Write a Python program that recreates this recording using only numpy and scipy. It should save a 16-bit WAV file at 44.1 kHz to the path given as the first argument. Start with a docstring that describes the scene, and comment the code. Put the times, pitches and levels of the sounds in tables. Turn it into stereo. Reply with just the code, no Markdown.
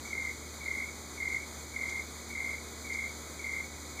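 """A garden at night, on a stereo pair. From the start, air and high insects make a steady hiss, distant
crickets ring faintly and a machine hums far off. Two tree crickets come in at once and chirp in step,
the farther one first; each chirp is eight to twelve falling wing strokes, a pair first, then in threes.
A leaf rustles near 1.9 s and, more softly, a second later. Throughout, the recorder widens the stereo
picture by subtracting a delayed copy of each channel from the other."""
import sys
import numpy as np
from scipy import signal
from scipy.fft import rfft, irfft
from scipy.io import wavfile

SR = 44100
rng = np.random.default_rng(int(sys.argv[2]) if len(sys.argv) > 2 else 0)


def pcm_store(signal):
    """Save signal as 16-bit PCM."""
    levels = np.round(np.clip(np.atleast_2d(signal), -1, 1) * 32767)
    wavfile.write(sys.argv[1], SR, levels.astype(np.int16).T)


N = 176400
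TIME, FREQS = np.arange(N) / SR, np.arange(N // 2 + 1) * SR / N


def from_db(db):
    """Decibels to gain."""
    return 10 ** (np.asarray(db) / 20)


def rms_one(x):
    """Scale to an rms of 1."""
    return x / np.sqrt(np.mean(x ** 2) + 1e-20)


def colour(points, column=1):
    """Gain at every frequency from one dB column of a spectrum table."""
    table = np.array(points)
    return from_db(np.interp(np.log(FREQS + 1), np.log(table[:, 0]), table[:, column]))


def noise(gain):
    """Noise with the given amplitude per root Hz."""
    return irfft(rfft(rng.standard_normal(N)) * gain, N) * np.sqrt(SR / 2)


def noise_band(half_width_hz, centre_hz=0):
    """Narrow noise with an rms of 1; centred on 0 Hz it is a slow wander."""
    return rms_one(noise(1 / (1 + ((FREQS - centre_hz) / half_width_hz) ** 2)))


def diffuse(spectrum):
    """Sound from all round: separate noise of one colour at each microphone, with an rms of 1."""
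    return np.array([rms_one(noise(colour(spectrum))) for _ in range(2)])


def place(x, pan_db, lead_ms):
    """Set a source before the pair: the left microphone gets it louder by pan_db, earlier by lead_ms."""
    late = irfft(rfft(x) * np.exp(-2j * np.pi * FREQS * lead_ms / 1000), N)
    return np.array([x * from_db(pan_db / 2), late * from_db(-pan_db / 2)])


def night_air():
    """Air and countless high insects all round the microphones blend into a hiss."""
    # spectrum of the hiss: f/Hz, mid density/dB, side density/dB
    spectrum = [(30, -87, -109), (56, -60, -73.5), (98, -69, -76.5), (200, -72.5, -85), (383, -76, -84),
                (685, -87, -91), (1176, -89.5, -92.5), (1480, -92, -87.5), (2480, -99.5, -93.5),
                (3330, -92.5, -93.5), (4860, -90.5, -89), (6030, -89, -87.5), (7300, -90, -88.5),
                (8490, -88, -90), (9990, -101, -102), (11900, -100, -97.5), (13100, -102, -102),
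                (15000, -105, -108)]
    mid, side = noise(colour(spectrum, column=1)), noise(colour(spectrum, column=2))
    return np.array([mid + side, mid - side]) * from_db(0.57 * noise_band(8.5))


def high_insects():
    """A brighter patch of insects on the right: a flickering buzz and a few thin whines."""
    # spectrum of the massed insects: f/Hz, relative level/dB
    buzz_spectrum = [(3000, -13), (5000, -32), (5900, 18.5), (6600, -1), (7500, 9), (8800, -3.5),
                     (10500, -33)]
    # single insects just above the hiss: f/Hz, level/dB
    singers = [(5948, -71.5), (6328, -71), (6777, -73), (7057, -73), (7237, -74)]
    buzz = rms_one(noise(colour(buzz_spectrum))) * from_db(-59.5 + 1.9 * noise_band(25))
    whines = sum(from_db(db) * noise_band(half_width_hz=7.3, centre_hz=hz) for hz, db in singers)
    return place(buzz + whines, pan_db=-3, lead_ms=.015)


def cricket_chorus():
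    """Many crickets in the distance merge into a faint wavering ring."""
    # spectrum of the chorus: f/Hz, relative level/dB
    spectrum = [(1800, -34), (2000, -2), (2120, -7.5), (2230, 3.5), (2350, -10), (2470, -2.5), (2600, -28),
                (2800, -60)]
    return from_db(-53) * diffuse(spectrum)


def machine_hum():
    """A machine far off gives low tones that waver slightly in phase and level."""
    # tones of the machine: f/Hz, mid level/dB, side level/dB, side lead/rad
    tones = [(57, -69.5, -74, 1.5), (75.3, -35.5, -61, 1.05), (117.2, -57.5, -75, 3.3),
             (146, -61, -62, -0.8), (233, -53, -62, 0), (295.1, -59, -63.5, 3), (357.8, -67.5, -67, -0.9),
             (1289, -74, -79, 14)]
    waver_db, waver_rad = .6, .12
    out = np.zeros((2, N))
    for hz, mid_db, side_db, lead in tones:
        phase = 2 * np.pi * (hz * TIME + rng.random()) + waver_rad * noise_band(1.7)
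        mid, side = from_db(mid_db) * np.sin(phase), from_db(side_db) * np.sin(phase + lead)
        out += np.sqrt(2) * from_db(waver_db * noise_band(3)) * np.array([mid + side, mid - side])
    return out


def tree_cricket(chirps, period_s, pause_s, stroke_s, jitter_s,
                 pitch_hz, fall_hz, wobble_hz, warm_up_db, uneven_db):
    """Each wing stroke is a short falling tone; a pause follows the second stroke, then every third."""
    warm_up_share, tiring_db = .3, .17  # a weak start fades in a stroke or two; later strokes sag
    out = np.zeros(N)
    for start, db, strokes in chirps:
        for k, (late, sharp, loud) in enumerate(rng.standard_normal((strokes, 3))):
            pauses = (k + 1) // 3
            middle = start + k * period_s + pauses * pause_s + jitter_s * late
            span = slice(*np.searchsorted(TIME, [middle - stroke_s / 2, middle + stroke_s / 2]))
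            t = TIME[span] - middle
            turns = (pitch_hz + wobble_hz * sharp) * t - fall_hz * t ** 2 / (2 * stroke_s) + rng.random()
            gain = from_db(db + uneven_db * loud - warm_up_db * warm_up_share ** k - tiring_db * k)
            out[span] += gain * np.cos(np.pi * t / stroke_s) * np.sin(2 * np.pi * turns)
    return out


def far_cricket():
    """The farther tree cricket, almost dead ahead: higher and fainter, with long wing strokes."""
    # chirps: t/s (middle of the first stroke), level/dB, number of strokes
    chirps = [(0.058, -40, 11), (0.615, -38, 12), (1.182, -38, 11), (1.745, -40.5, 12), (2.309, -39, 12),
              (2.855, -37.5, 11), (3.400, -39.5, 11), (3.979, -39, 11)]
    song = tree_cricket(chirps, period_s=.0224, pause_s=.0075, stroke_s=.022, jitter_s=.000687,
                        pitch_hz=2232, fall_hz=190, wobble_hz=6.7, warm_up_db=1.5, uneven_db=1.5)
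    return place(song, pan_db=.5, lead_ms=-.01)


def near_cricket():
    """The nearer tree cricket, to the right: louder, with short, separate wing strokes."""
    # chirps: t/s (middle of the first stroke), level/dB, number of strokes
    chirps = [(0.132, -32, 8), (0.663, -32.5, 8), (1.207, -31.5, 8), (1.767, -32.5, 11), (2.355, -32.5, 9),
              (2.902, -33, 8), (3.446, -33, 8), (3.994, -35.5, 8)]
    song = tree_cricket(chirps, period_s=.0206, pause_s=.0085, stroke_s=.014, jitter_s=.00058,
                        pitch_hz=2133, fall_hz=185, wobble_hz=7.3, warm_up_db=1, uneven_db=1)
    return place(song, pan_db=-5.5, lead_ms=.045)


def garden(direct):
    """The microphones get the direct sound, a few early reflections and a thin tail off the foliage."""
    # reflections from the ground and nearby growth: delay t/s, left level/dB, right level/dB
    echoes = [(.0052, -12, -16), (.0086, -10, -11), (.01945, -13, -9)]
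    tail_start_s, tail_t60_s, tail_db = .012, .5, -11
    t = TIME[:SR // 2]
    response = rng.standard_normal((2, len(t))) * from_db(-60 * t / tail_t60_s) * (t > tail_start_s)
    response *= from_db(tail_db) / np.sqrt(np.sum(response ** 2, axis=1, keepdims=True))
    for delay_s, left_db, right_db in echoes:
        response[:, round(delay_s * SR)] += from_db([left_db, right_db])
    return direct + signal.fftconvolve(direct, response, axes=1)[:, :N]


def leaf_rustles():
    """Brief dry brushes of a leaf: a quick swell, an equally short hold, a decay."""
    # brushes of the leaf: t/s, level/dB
    brushes = [(1.888, -41.5), (2.929, -47)]
    # spectrum of a brush: f/Hz, relative level/dB
    spectrum = [(500, -4), (1500, -3), (4200, 6), (7000, 8), (10000, -16), (15000, -24)]
    attack_s, decay_s = .0048, .009
    envelope = np.zeros(N)
    for start, db in brushes:
        swell = np.clip((TIME - start) / attack_s, 0, 1)
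        decay = np.exp(-np.maximum(TIME - start - 2 * attack_s, 0) / decay_s)
        envelope += from_db(db) * swell * decay
    return envelope * diffuse(spectrum)


def scene():
    """Everything that reaches the two microphones."""
    ambience = night_air() + high_insects() + cricket_chorus() + machine_hum()
    return ambience + garden(far_cricket() + near_cricket()) + leaf_rustles()


def record(dry):
    """The recorder takes from each channel a delayed copy of the other, leans right and cuts the top."""
    lag_samples, cross_share, right_lift_db, cutoff_hz = 16, .98, .6, 15450
    wide = dry - cross_share * np.roll(dry[::-1], lag_samples, axis=1)
    balance = from_db([[-right_lift_db / 2], [right_lift_db / 2]])
    lowpass = signal.ellip(12, .1, 80, cutoff_hz, fs=SR, output="sos")
    return signal.sosfilt(lowpass, wide * balance)


dry = scene()
out = record(dry)
pcm_store(out)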